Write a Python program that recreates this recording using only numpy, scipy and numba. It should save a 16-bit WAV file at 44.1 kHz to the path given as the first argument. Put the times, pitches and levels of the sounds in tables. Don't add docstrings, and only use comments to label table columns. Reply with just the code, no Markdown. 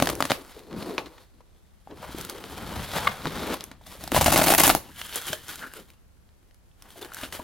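import sys
import numpy as np
from scipy import signal
from scipy.fft import rfft, irfft, next_fast_len
from scipy.io import wavfile
from scipy.ndimage import uniform_filter1d
from numba import njit

SR = 44100
rng = np.random.default_rng(int(sys.argv[2]) if len(sys.argv) > 2 else 0)


def store_pcm(level_fs):
    pcm = np.round(np.clip(level_fs, -1, 1) * 32767).astype(np.int16)
    wavfile.write(sys.argv[1], SR, np.atleast_2d(pcm).T)


N = 328047

# (t/s, snap level/dB, drum over snap/dB, crackle over snap/dB, fade/s)
JERK_EVENTS = [(0.0012, -11.5, 6.5, -7.5, 0.00048), (0.0237, -6, 4.5, -7.5, 0.00091),
               (0.0578, -19.5, -11, -4, 0.0012), (0.0721, -10.5, 2.5, -9.5, 0.00095),
               (0.0906, -9, 0, -9.5, 0.00071), (0.0989, -11, 0.5, -4, 0.0012),
               (0.205, -15, 6, -5.5, 0.0016), (0.2247, -8, 0.5, -10.5, 0.00059),
               (0.2411, -26, 0, -9, 0.0018), (0.2529, -13.5, -8.5, -11.5, 0.0015),
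               (0.3, -7.5, -11.5, -21, 0.0011), (0.3063, -11.5, -1, -17, 0.0021),
               (0.3181, -3.5, -3, -12, 0.00061), (4.1185, -22.5, 11.5, -2.5, 0.0011),
               (4.1245, -32, -6, -3, 0.0011), (4.1463, -17, 5.5, -5.5, 0.0012),
               (4.1638, -15.5, 2.5, -2.5, 0.0071), (4.1769, -24.5, 4.5, -2.5, 0.0028),
               (4.2103, -21, 9.5, 6.5, 0.0055), (4.2145, -18.5, 6, 2.5, 0.0025),
               (4.2435, -22.5, -7, 8.5, 0.0024), (4.2609, -12, 6, 1, 0.0041),
               (4.281, -20.5, 5, -0.5, 0.0064), (4.3195, -17.5, 0.5, 0, 0.0054),
               (4.324, -17, 4.5, 0, 0.0024), (4.3377, -19, 3, 3.5, 0.0051),
               (4.3599, -15.5, 4, -1.5, 0.0088), (4.3765, -18.5, 3.5, 6, 0.0038),
               (4.386, -19.5, 3.5, -2.5, 0.0054), (4.3925, -18.5, 1, -4.5, 0.002),
               (4.399, -15.5, 3.5, -4.5, 0.003), (4.4145, -16.5, 6, -6.5, 0.0024),
               (4.4185, -17, 5.5, -4, 0.0018), (4.4329, -22.5, 2.5, 6, 0.002),
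               (4.439, -19.5, 3, 2.5, 0.0043), (4.463, -21.5, 6, -0.5, 0.0018),
               (4.4702, -14.5, 5.5, -3, 0.0016), (4.482, -18, 3.5, 1.5, 0.0023),
               (4.4913, -22.5, 8.5, 6.5, 0.0015), (4.5035, -20, 6, 4.5, 0.0053),
               (4.5227, -22, 12, 9, 0.00058), (4.5383, -9.5, 9.5, 11, 0.0005),
               (4.5486, -15.5, 8, 5.5, 0.0015), (4.5805, -14.5, 3.5, 10, 0.0022),
               (4.586, -15, 5.5, -0.5, 0.0016), (4.5987, -9.5, 0, 9, 0.0015),
               (4.6032, -6.5, -0.5, -2.5, 0.0021), (4.6141, -19.5, 1, 4, 0.0024),
               (4.6354, -6, 2, 5, 0.0023), (4.6483, -18, -1, -2.5, 0.007), (4.6581, -18, -13.5, 4, 0.00081),
               (4.6681, -11.5, -2.5, 9, 0.0014), (4.6777, -16.5, 8.5, 11, 0.0015),
               (4.6854, -27.5, 7, 10.5, 0.00075), (4.6942, -10, -2, -2.5, 0.0042),
               (4.7002, -3, -2, -9.5, 0.0028), (4.709, -21, -8, 3.5, 0.0009),
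               (4.7502, -18, 7.5, 4.5, 0.0011)]
# (t/s, snap level/dB, drum over snap/dB, crackle over snap/dB, fade/s)
CREASE_EVENTS = [(0.153, -37.5, -10, 14.5, 0.0007), (0.4795, -43, -5, 2, 0.001),
                 (0.5923, -40, 0, 4, 0.00075), (0.7098, -46, 13, -20, 0.0024),
                 (0.7289, -34, 8, -22, 0.00086), (0.8258, -29, -17, -12, 0.00075),
                 (0.9805, -17.5, -17, -30, 0.0028), (1.0589, -37.5, -2, -10, 0.0047),
                 (1.1799, -44.5, 3, -16, 0.003), (1.4064, -60, 19, -21, 0.0026),
                 (1.8735, -50, 18, -12.5, 0.00079), (1.9104, -38.5, -8, -25, 0.0015),
                 (2.2118, -35.5, 2, 17, 0.0007), (2.2488, -32, 3, 11, 0.001),
                 (2.2974, -29.5, 11, 16, 0.001), (2.9709, -26, -2, -9, 0.0021),
                 (3.2559, -32, 15, -17, 0.0017), (3.2705, -24, -12, -25, 0.0012),
                 (3.5416, -27, 9.5, 3.5, 0.0015), (3.6079, -26, -3, -2, 0.0012),
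                 (3.6401, -35, -10, 18, 0.00038), (3.7148, -37, 7, -6, 0.0033),
                 (3.8127, -58.5, 11, -15, 0.0072), (3.865, -44, 7, 3, 0.0081),
                 (4.0381, -33.5, 7, 7, 0.0018), (4.0768, -29.5, 4, 3.5, 0.0013),
                 (5.015, -25.5, -28, -2, 0.00057), (5.1578, -37, 6, 18, 0.0049),
                 (5.3304, -23, -3, 5.5, 0.0025), (5.4827, -36, -5, 8, 0.001), (5.557, -40, -4, 9, 0.0024),
                 (5.5922, -33, -23, -3, 0.0016), (5.7373, -33.5, -6, 4, 0.00051),
                 (5.9028, -43, -13, 5, 0.001), (6.2902, -58, -4.5, -12, 0.0013),
                 (6.5103, -56.5, -7, -5.5, 0.0015), (6.5451, -56.5, -11, 11, 0.00084),
                 (6.8229, -47, -7, 13, 0.0011), (6.9048, -42, -6, 3, 0.0016), (6.993, -48, -8, 8, 0.0006),
                 (7.014, -43.5, -13, -8, 0.016), (7.0267, -44, -8, 0, 0.0016), (7.0473, -38, -3, 1, 0.0029),
                 (7.1202, -45, 6, -18, 0.0032), (7.136, -43, -10, 16, 0.0007),
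                 (7.1459, -39, -1, 22, 0.00067), (7.1685, -37, -5, 2, 0.0014), (7.1868, -32, 3, -4, 0.0016),
                 (7.2125, -38, -14, 7.5, 0.0027), (7.2343, -29.5, -4.5, -18, 0.0065),
                 (7.3251, -27, -19, 1, 0.0018), (7.3474, -34, -8, -9, 0.003)]
# (t/s, level/dB)
HOOK_TICK_EVENTS = [(4.1188, -17.5), (4.1407, -19), (4.1466, -15), (4.3217, -16.5), (4.3406, -12.5),
                    (4.3768, -8.5), (4.384, -8.5), (4.3933, -15), (4.416, -13.5), (4.4341, -11),
                    (4.4392, -13.5), (4.4455, -16), (4.4508, -16), (4.4634, -10.5), (4.4653, -11.5),
                    (4.4705, -10.5), (4.4766, -13), (4.4819, -10.5), (4.4851, -8), (4.4915, -7),
                    (4.4972, -11.5), (4.5024, -7), (4.5075, -6), (4.5091, -9.5), (4.518, -12),
                    (4.5228, -9.5), (4.5237, -6.5), (4.528, -10), (4.5395, -4.5), (4.5437, -7.5),
                    (4.549, -9.5), (4.556, -10), (4.5792, -9.5), (4.583, -5.5), (4.5861, -8.5),
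                    (4.5992, -5), (4.6035, -6.5), (4.6159, -13), (4.6199, -12.5), (4.63, -14),
                    (4.6365, -4.5), (4.641, -4.5), (4.6465, -9), (4.6499, -8.5), (4.6585, -6.5),
                    (4.6644, -6.5), (4.669, -4.0), (4.678, -3.0), (4.6853, -6.5), (4.694, -3),
                    (4.7009, -9.5), (4.7093, -12.5), (4.75, -4.5)]
# (f/Hz, level/dB)
HOOK_TICK_TONE = [(1500, -22), (5000, -8), (8000, 5), (12000, 12.5), (15500, 9.5), (20000, 1)]
# (t/s, pitch ratio)
FLAP_TENSION = [(0, 0.96), (4.1, 0.98), (4.25, 0.98), (4.42, 1.03), (4.55, 1.14), (4.7, 1.06), (4.76, 1.1)]
# (f/Hz, width/Hz, level/dB)
FLAP_MODES = [(154, 48, -6), (280, 78, 1.5), (610, 75, -0.5), (704, 200, 3.5), (1163, 700, -5.5),
              (2050, 170, -16)]
# (f/Hz, relative level/dB)
WEAVE_TONE = [(500, -6.5), (1300, -1), (2100, -2), (2650, -5), (3100, -4.5), (3600, -2.5), (4500, -5),
              (6000, -12), (12000, -33.5)]
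# (f/Hz, relative level/dB)
CRACKLE_TONE = [(2000, -20), (4500, -7.5), (6500, -1.5), (8500, -1.5), (11000, 1.5), (14000, -2),
                (20000, -15.5)]
# (t/s, scrape level/dB, drum over scrape/dB, treble over scrape/dB)
HAND_MOVES = [
    [(0, -36.5, 1.5, -5), (0.104, -42, 5, -4.5), (0.16, -44.5, 6, -6), (0.19, -51, 9.5, -0.5),
     (0.28, -48.5, 4, 3.5), (0.327, -40.5, -5.5, 3), (0.383, -47.5, 5, -6.5), (0.423, -53, 1.5, -4.5),
     (0.455, -55.5, -3, -4.5), (0.517, -57.5, 1, 0)],
    [(0.529, -63, -4, 5), (0.56, -61.5, 13, 2), (0.58, -59.5, 12, 0), (0.64, -59, 9, -0.5),
     (0.704, -59, 13.0, -5), (0.728, -46.5, 13, -14), (0.8, -41.5, 5, -7.5), (0.85, -48, 9, -5.5),
     (0.89, -45.5, 15, -4), (0.972, -50.5, 11, -1.5), (0.984, -31, -3, -17), (1.01, -39.5, 2.5, -13),
     (1.04, -48, 6.5, -10), (1.151, -58, -4, -8), (1.203, -58.5, 1, 0), (1.295, -79, 6, 4.5),
     (1.357, -80.5, 18, 5)],
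    [(1.8, -79, -0.5, 2), (1.848, -87, -5, 13), (1.916, -50, 10.5, -20), (1.952, -66, 14.5, 1),
     (2.0, -50.5, -4, -7), (2.03, -40.5, -14, -12), (2.085, -42, -10, -9.5), (2.143, -54, -17, -0.5),
     (2.19, -47.5, 6.5, 1), (2.23, -48.5, 2, 2), (2.259, -50.5, 3, 1), (2.347, -47, 3.5, -5.5),
     (2.546, -46.5, -0.5, -3)],
    [(2.558, -50.5, -2, -1), (2.622, -40.5, 3, -9.5), (2.67, -47, 3.5, -3), (2.738, -40.5, 3, -7),
     (2.854, -45, -3, -0.5), (2.897, -44, 0, 0), (2.981, -26.5, -7, -5.5), (3.001, -36.5, -7, -6),
     (3.157, -40, -11, -6.5), (3.207, -44.5, -5, -7.5)],
    [(3.219, -50.5, -2.5, 1.5), (3.271, -38.5, 9.5, -4.5), (3.291, -52, 5, 2.5), (3.318, -43.5, 2, -5),
     (3.362, -39, 2.5, -5.5), (3.454, -37, 4.5, -5.5), (3.53, -35, 2.5, -8), (3.554, -46, 5, -1),
     (3.753, -59, -3, -9.5), (3.797, -72, 3, -2)],
    [(3.809, -68, -0.5, -3), (3.853, -62, -11, -1), (3.875, -56, -9, 4.5), (3.989, -55, -2, 2),
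     (4.005, -46.5, -2, -2), (4.033, -48, 3, 4), (4.053, -49, 2, 2), (4.107, -56, 1, 1)],
    [(4.12, -45, 2.5, -3), (4.151, -33, -3, 5.5), (4.2, -41.5, -11.5, 6.5), (4.23, -34.5, -4, 3),
     (4.305, -35.5, -2, 0), (4.38, -29.5, -3, -2), (4.41, -33.5, -8, 1), (4.5, -29, -8, 0.5),
     (4.548, -31, -7.5, -2), (4.565, -43, 3, -2), (4.59, -28.5, -4, 1.5), (4.628, -30.5, -1, 1.5),
     (4.649, -24, -4, 2), (4.689, -28.5, 2, -1.5), (4.741, -41, 2.5, -0.5), (4.821, -51.5, 0, -5.5),
     (4.897, -53.5, -2, -4.5)],
    [(4.909, -57.5, -1, -4.5), (4.997, -50.5, -32, 7), (5.03, -50.5, -20, 5), (5.088, -56.5, -5, 6.5),
     (5.164, -45, 0.5, 5), (5.224, -45, -30, -1.5), (5.265, -43, -12, 2.5), (5.284, -37, -7, 5),
     (5.318, -47, 1, 5), (5.336, -44, -1, 3), (5.38, -53.5, -5.0, 0.5), (5.418, -57.5, 4, 7)],
    [(5.43, -55, -1, 5.5), (5.474, -56, -12, 4), (5.494, -39.5, -9, 1.5), (5.58, -58, -3, 3.5),
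     (5.64, -33.5, -13, -17.5), (5.709, -58.5, -10, -6.0), (5.769, -46, -2, 0), (5.797, -55.5, 8.5, -1.5),
     (5.849, -66.5, 4, 2), (5.893, -69.5, 1, 2), (6.016, -78.5, 3, -2)],
    [(6.749, -85, 13, 6), (6.785, -69, -4, -1), (6.832, -67, -3.0, -1), (6.865, -51, -7, -12),
     (6.91, -63, -2, 5.5), (6.98, -55.5, 8.5, 4.5), (7.008, -60, 8, -2), (7.016, -47, -2, -2),
     (7.04, -50.5, 3, -4), (7.092, -51, -5, -10), (7.136, -58, -24, -0.5), (7.188, -49.5, -22, 0.5),
     (7.24, -40.5, -9, -2), (7.3, -58.5, 2, 1.5), (7.32, -59, -4, 4), (7.33, -42.5, -6, 1.5),
     (7.371, -48.5, -11, 1.5), (7.427, -53, 5, -3)],
]
# (drum f/Hz, scrape f/Hz, foil over weave/dB, broad scrape level/dB, lining ring f/Hz, ring over weave/dB)
HAND_GRIPS = [(307, 1100, -3, -5.5, 2800, -28), (362, 920, -7, -8.5, 4250, -22.5),
              (288, 1150, -4.5, -2.5, 3080, -18), (170, 1216, -5.5, 0, 3100, -17.5),
              (277, 910, -8, 0, 3450, -25), (246, 740, -3, -4, 3400, -31.5),
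              (310, 850, -2.5, -11, 2760, -17), (340, 1610, -1.5, -18, 3010, -11),
              (289.5, 1354, -2, -14, 2980, -18.5), (307, 1490, -1, -1.5, 3110, -16)]
# (t/s, peak level/dB, f/Hz, fade/s)
KNOCK_EVENTS = [(0.205, -7, 1250, 0.0012), (0.2935, -27, 2500, 0.0006), (0.3063, -17, 905, 0.001),
                (0.9805, -9, 2460, 0.00092), (0.981, -29, 1000, 0.0023), (1.406, -41, 1000, 0.001),
                (1.407, -46, 480, 0.003), (1.8735, -31.5, 790, 0.0031), (2.0, -37, 200, 0.006),
                (2.093, -32, 298, 0.004), (2.1469, -22.5, 330, 0.0037), (2.298, -24, 4630, 0.001),
                (3.086, -24, 700, 0.0043), (3.2561, -7.5, 1510, 0.00039), (3.262, -19, 1020, 0.002),
                (3.262, -28, 161, 0.028), (3.2705, -22, 3800, 0.0006), (3.276, -28.5, 262, 0.01),
                (3.812, -40.5, 900, 0.002), (3.8385, -44, 3700, 0.001), (3.9525, -35.5, 560, 0.0033),
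                (4.125, -15, 320, 0.0048), (4.1465, -12, 744, 0.0027), (4.163, -10, 1000, 0.0072),
                (4.177, -9, 800, 0.0025), (4.211, -9, 725, 0.0033), (4.2615, -13.5, 690, 0.0058),
                (4.2815, -11, 678, 0.0058), (4.322, -16.5, 740, 0.003), (4.344, -12, 334, 0.0052),
                (4.3925, -8, 700, 0.0032), (4.416, -16, 660, 0.0035), (4.491, -11, 705, 0.0027),
                (4.504, -12.5, 770, 0.004), (4.523, -7, 805, 0.003), (4.586, -14, 2920, 0.0015),
                (4.604, -12, 2092, 0.002), (4.645, -13.5, 3000, 0.002), (4.698, -8.5, 860, 0.0044),
                (5.0166, -19.5, 3000, 0.001), (5.283, -25, 3050, 0.003), (5.302, -30.5, 160, 0.0092),
                (5.3309, -17.5, 1600, 0.0015), (5.332, -22.5, 624, 0.0065), (5.9025, -38, 2610, 0.0007),
                (6.51, -50, 2000, 0.0008), (6.715, -51, 3300, 0.0008), (6.8229, -49, 3270, 0.0012),
                (6.8229, -33.5, 5540, 0.0005), (6.958, -43, 676, 0.012), (6.905, -42, 3100, 0.0012),
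                (7.027, -32, 3510, 0.004), (7.1197, -29.5, 1390, 0.0024), (7.147, -36, 1570, 0.0025),
                (7.1685, -29, 1550, 0.002), (7.213, -32, 1620, 0.002), (7.232, -29.5, 261, 0.0084),
                (7.234, -30, 623, 0.0044), (7.3255, -25.5, 1960, 0.0018), (7.393, -31, 630, 0.0067),
                (7.396, -29, 263, 0.0045), (7.399, -28, 970, 0.0048)]
# (t/s, first partial level/dB, first partial f/Hz, second partial f/Hz, second over first/dB, half length/s)
SQUEAK_EVENTS = [(3.075, -11, 1165, 2140, -3, 0.0023)]
# (t/s, level/dB)
WOBBLE_LEVEL = [(0.0, -43), (0.04, -38), (0.54, -61), (0.93, -65), (1.04, -53), (1.1, -63), (1.68, -71),
                (2.22, -42.5), (2.3, -57.5), (2.8, -38.5), (2.86, -45.5), (3.09, -41), (3.15, -50.5),
                (3.38, -42.5), (3.73, -57), (4.12, -47.5), (4.18, -27.5), (4.6, -39), (4.76, -33),
                (4.81, -52), (6.53, -71), (7.4, -52.5), (7.44, -75)]
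# (f/Hz, relative level/dB)
WOBBLE_TONE = [(15, -28.5), (35, -6), (65, 0.5), (120, -4.5), (200, -6), (2000, -76.5)]
# (f/Hz, gain/dB)
SIDE_GAIN = [(30, -5.5), (120, -14), (500, -20.5), (2500, -30), (4500, -13.5), (8000, -4), (16000, -3.5)]
# (f/Hz, left minus right/dB)
LEFT_OVER_RIGHT = [(30, 1.5), (1200, 2.5), (3000, 0.5), (16000, 0.5)]
# (f/Hz, relative level/dB per Hz)
HUSH_TONE = [(15, -38.5), (25, 0), (70, 0.5), (108, -9.5), (384, -21.5), (677, -23.5), (3720, -35.5),
             (5730, -36), (12200, -38), (16000, -46)]

TEAR_START_S, TEAR_END_S = 4.28, 4.56
SMALL_JERK_MID_DB, SMALL_JERK_FADE_S = -21.5, 0.0014
RIP_START_S, RIP_END_S, RIP_LUMPS_DB, RIP_LUMPS_PER_S = 4.12, 4.8, 3.5, 110
CRACKLE_LEAD = 0.9
PUSH_DB, PUSH_FADE_S = -5, 0.00009
TICK_SPREAD = 0.25
FOIL_TICK_DB, FOIL_TICK_FADE_S = -2.5, 0.00045
DRUM_WANDER, SCRAPE_WANDER = 0.16, 0.08
GRIP_SWELL_DB = 1.1
SQUEAK_SCRATCH_DB = -3.5
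ROOM_DB, ROOM_T60_S = -9.5, 0.19
HUSH_DB = -56.5
STEP_HZ, TOP_HZ = 16000, 16900


def undb(db):
    return 10 ** (np.asarray(db) / 20)


def unit(x):
    return x / np.sqrt(np.mean(x ** 2, axis=-1, keepdims=True))


def noise():
    return rng.standard_normal(N)


def curves(table):
    s, *columns = np.transpose(table)
    return [np.interp(np.arange(N) / SR, s, column) for column in columns]


def colour(x, points, keep_rms=False):
    size = next_fast_len(x.shape[-1])
    hz, db = np.transpose(points)
    log_hz = np.log(np.fft.rfftfreq(size, 1 / SR) + 1)
    gain = undb(np.interp(log_hz, np.log(hz), db))
    if keep_rms:
        gain = unit(gain)
    return irfft(rfft(x, size) * gain, size)[..., :x.shape[-1]]


@njit
def svf(x, hz, width):
    y, band, low = np.empty(len(x)), 0., 0.
    for i in range(len(x)):
        g, k = np.tan(np.pi * hz[i] / SR), width / hz[i]
        v = (band + g * (x[i] - low)) / (1 + g * (g + k))
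        band, low, y[i] = 2 * v - band, low + 2 * g * v, k * v
    return y * np.sqrt(SR / np.pi / width)


def steep(x, hz, width):
    return svf(svf(x, hz, width), hz, width) * np.sqrt(2 * np.pi * width / SR)


def walk(rate):
    k = int(SR / rate)
    held = np.repeat(rng.standard_normal(N // k + 1), k)
    return 1.35 * uniform_filter1d(uniform_filter1d(held, k), k)[:N]


def box(hands, slips, hooks, creases, lead):
    drum_db, drum_hz, scrape_db, scrape_hz, hiss_db, sizzle_db, broad_db, ring_hz, ring_db = hands
    chance = noise()
    rub = slips * chance
    hook = lead * hooks[0] + hooks[1] * chance
    crease = lead * creases[0] + creases[1] * chance
    tension = curves(FLAP_TENSION)[0]
    struck = hook[0] + 0.091 * crease[0]
    panel = sum(undb(db) * svf(struck, hz * tension, 1. * width) for hz, width, db in FLAP_MODES)
    low = steep(undb(drum_db) * rub + 0.027 * crease[0], np.clip(drum_hz, 100, 900), 300.)
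    scrape = undb(scrape_db) * slips * noise() + 0.26 * crease[0]
    broad_tone = [(150, -36.5), (500, -0.5), (900, -0.5), (1800, -11), (3500, -16.5), (9000, -30.5)]
    broad = colour(scrape, broad_tone, keep_rms=True)
    high = 0.71 * steep(scrape, np.clip(scrape_hz, 500, 3000), 340.) - undb(broad_db) * broad
    soft_snap = 2 * uniform_filter1d(crease[1], size=4)
    hiss = undb(hiss_db) * slips * noise()
    weave = colour(hook[1] + soft_snap + hiss, WEAVE_TONE, keep_rms=True)
    weave = weave + undb(ring_db) * svf(weave, ring_hz * (1 + 0.04 * walk(11)), 240.)
    foil = colour(hook[2] + crease[2] + undb(sizzle_db) * rub, CRACKLE_TONE, keep_rms=True)
    return panel + low + high + weave + foil + wobble()


def jerks(count):
    lesser = []
    for when, a, b, c in rng.random((count, 4)):
        s = TEAR_START_S + when * (TEAR_END_S - TEAR_START_S)
        db = SMALL_JERK_MID_DB + 8 * (a - .5)
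        lesser.append((s, db, 4 + 6 * (b - .5), 5 + 6 * (c - .5), SMALL_JERK_FADE_S))
    return JERK_EVENTS + lesser


def pops(table, share, first, drum_db, snap_db, crackle_db):
    length = 2048
    t = np.arange(length) / SR
    drive = np.zeros((2, 3, N + length))
    for s, db, drum, crackle, fade in table:
        hits = (rng.random(length) < share) / np.sqrt(share)
        scatter = hits * np.exp(-(t / np.clip(fade, .0003, .015)) ** 0.66)
        gain = undb(db + np.array([drum + drum_db, snap_db, crackle + crackle_db]))
        at = int(s * SR)
        drive[0, :, at] += first * gain * [1, 1, CRACKLE_LEAD]
        drive[1, :, at:at + length] += gain[:, None] * scatter
    return drive[..., :N]


def hook_ticks():
    s, db = np.transpose(HOOK_TICK_EVENTS)
    push, spot = rng.standard_normal((len(s), 2)).T
    sizes = np.array([np.ones(len(s)), undb(PUSH_DB + 3 * push), TICK_SPREAD * spot])
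    clicks = np.zeros((3, N))
    np.add.at(clicks, (slice(None), (s * SR).astype(int)), undb(db) * sizes)
    tip, side = colour(clicks[::2], HOOK_TICK_TONE)
    blunt = signal.lfilter([1], [1, -np.exp(-1 / (PUSH_FADE_S * SR))], clicks[1])
    return tip + blunt, side


def handling():
    rows = [tuple(row) + tuple(grip) for move, grip in zip(HAND_MOVES, HAND_GRIPS) for row in move]
    scrape, drum, treble, drum_hz, scrape_hz, foil, broad, ring_hz, ring = curves(rows)
    drum_hz = drum_hz * (1 + DRUM_WANDER * walk(15))
    scrape_hz = scrape_hz * (1 + SCRAPE_WANDER * walk(10))
    hiss, sizzle = scrape + treble - foil / 2, scrape + treble + foil / 2
    return scrape + drum, drum_hz, scrape, scrape_hz, hiss, sizzle, broad, ring_hz, ring


def fibres(rate, spread_db, smooth):
    clicks = (rng.random(N) < rate / SR) * undb(spread_db * rng.exponential(size=N))
    grip = undb(GRIP_SWELL_DB * walk(30) + 1.6 * walk(90))
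    return unit((unit(clicks) + smooth) * grip)


def clumps():
    t = np.arange(N) / SR
    lumps = unit(undb(RIP_LUMPS_DB * walk(RIP_LUMPS_PER_S)))
    return np.where((t > RIP_START_S) & (t < RIP_END_S), lumps, 1)


def creases(weave_db, count):
    small = []
    for when, a, b, c in rng.random((count, 4)):
        at = when * (N - 1)
        db = weave_db[int(at)] + FOIL_TICK_DB - 4 * np.log(a + 0.0081)
        small.append((at / SR, db, -8 + 14 * b, -12 + 16 * c, FOIL_TICK_FADE_S))
    return CREASE_EVENTS + small


def knocks():
    t = np.arange(SR // 10) / SR
    out = np.zeros(N + len(t))
    for s, db, hz, fade in KNOCK_EVENTS:
        out[int(s * SR):][:len(t)] += undb(db) * np.sin(2 * np.pi * hz * t) * np.exp(-t / fade)
    return out[:N]


def squeaks():
    t, out = np.arange(N) / SR, 0
    scratch_tone = [(400, -17.5), (900, 5), (4000, -4.5), (5500, -26.5)]
    for s, db, hz, upper_hz, upper_db, half in SQUEAK_EVENTS:
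        tone = np.cos(2 * np.pi * hz * (t - s))
        upper = undb(upper_db) * np.cos(2 * np.pi * upper_hz * (t - s))
        scratch = undb(SQUEAK_SCRATCH_DB) * colour(noise(), scratch_tone, keep_rms=True)
        swell = np.exp(-.5 * ((t - s) / half) ** 2)
        out = out + undb(db) * (tone + upper + scratch) * swell
    return out


def wobble():
    return undb(curves(WOBBLE_LEVEL)[0]) * colour(noise(), WOBBLE_TONE, keep_rms=True)


def room(x):
    t = np.arange(SR // 3) / SR
    fade = np.exp(-np.log(1000) * t / ROOM_T60_S) * np.clip(t / 0.0034, 0, 1)
    tail = unit(rng.standard_normal((2, len(t))) * fade) / np.sqrt(len(t))
    tail = colour(tail, [(30, -7), (500, -5), (4000, -4), (16000, 2)])
    return undb(ROOM_DB) * signal.fftconvolve(x[None], tail, axes=1)[:, :N]


def hush():
    return undb(HUSH_DB) * unit(colour(rng.standard_normal((2, N)), HUSH_TONE))


def scene():
    slips = fibres(rate=2500, spread_db=2.45, smooth=1.) * clumps()
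    hands = handling()
    weave_db = hands[4]
    tick, tick_side = hook_ticks()
    hooks = pops(jerks(count=6), share=.1, first=3., drum_db=-10.5, snap_db=-6.5, crackle_db=-3)
    folds = pops(creases(weave_db, count=120), share=.08, first=2.3, drum_db=3.9, snap_db=-5, crackle_db=-6)
    mid = box(hands, slips, hooks, folds, lead=0.82) + squeaks() + knocks() + tick
    side = colour(box(hands, slips, 1.1 * hooks, folds, lead=0.64), SIDE_GAIN)
    side = side + tick_side + 0.28 * np.gradient(mid)
    half = np.array(LEFT_OVER_RIGHT) * [1, .5]
    left = colour(mid + side, half)
    right = colour(mid - side, half * [1, -1])
    return np.array([left, right]) + room(mid) + hush()


def record(dry):
    soft = np.tanh(1.35 * dry) / 1.35
    step = signal.sosfilt(signal.ellip(6, .2, 28, STEP_HZ, fs=SR, output="sos"), soft)
    return signal.sosfilt(signal.ellip(10, .2, 80, TOP_HZ, fs=SR, output="sos"), step)


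dry = scene()
out = record(dry)
store_pcm(out)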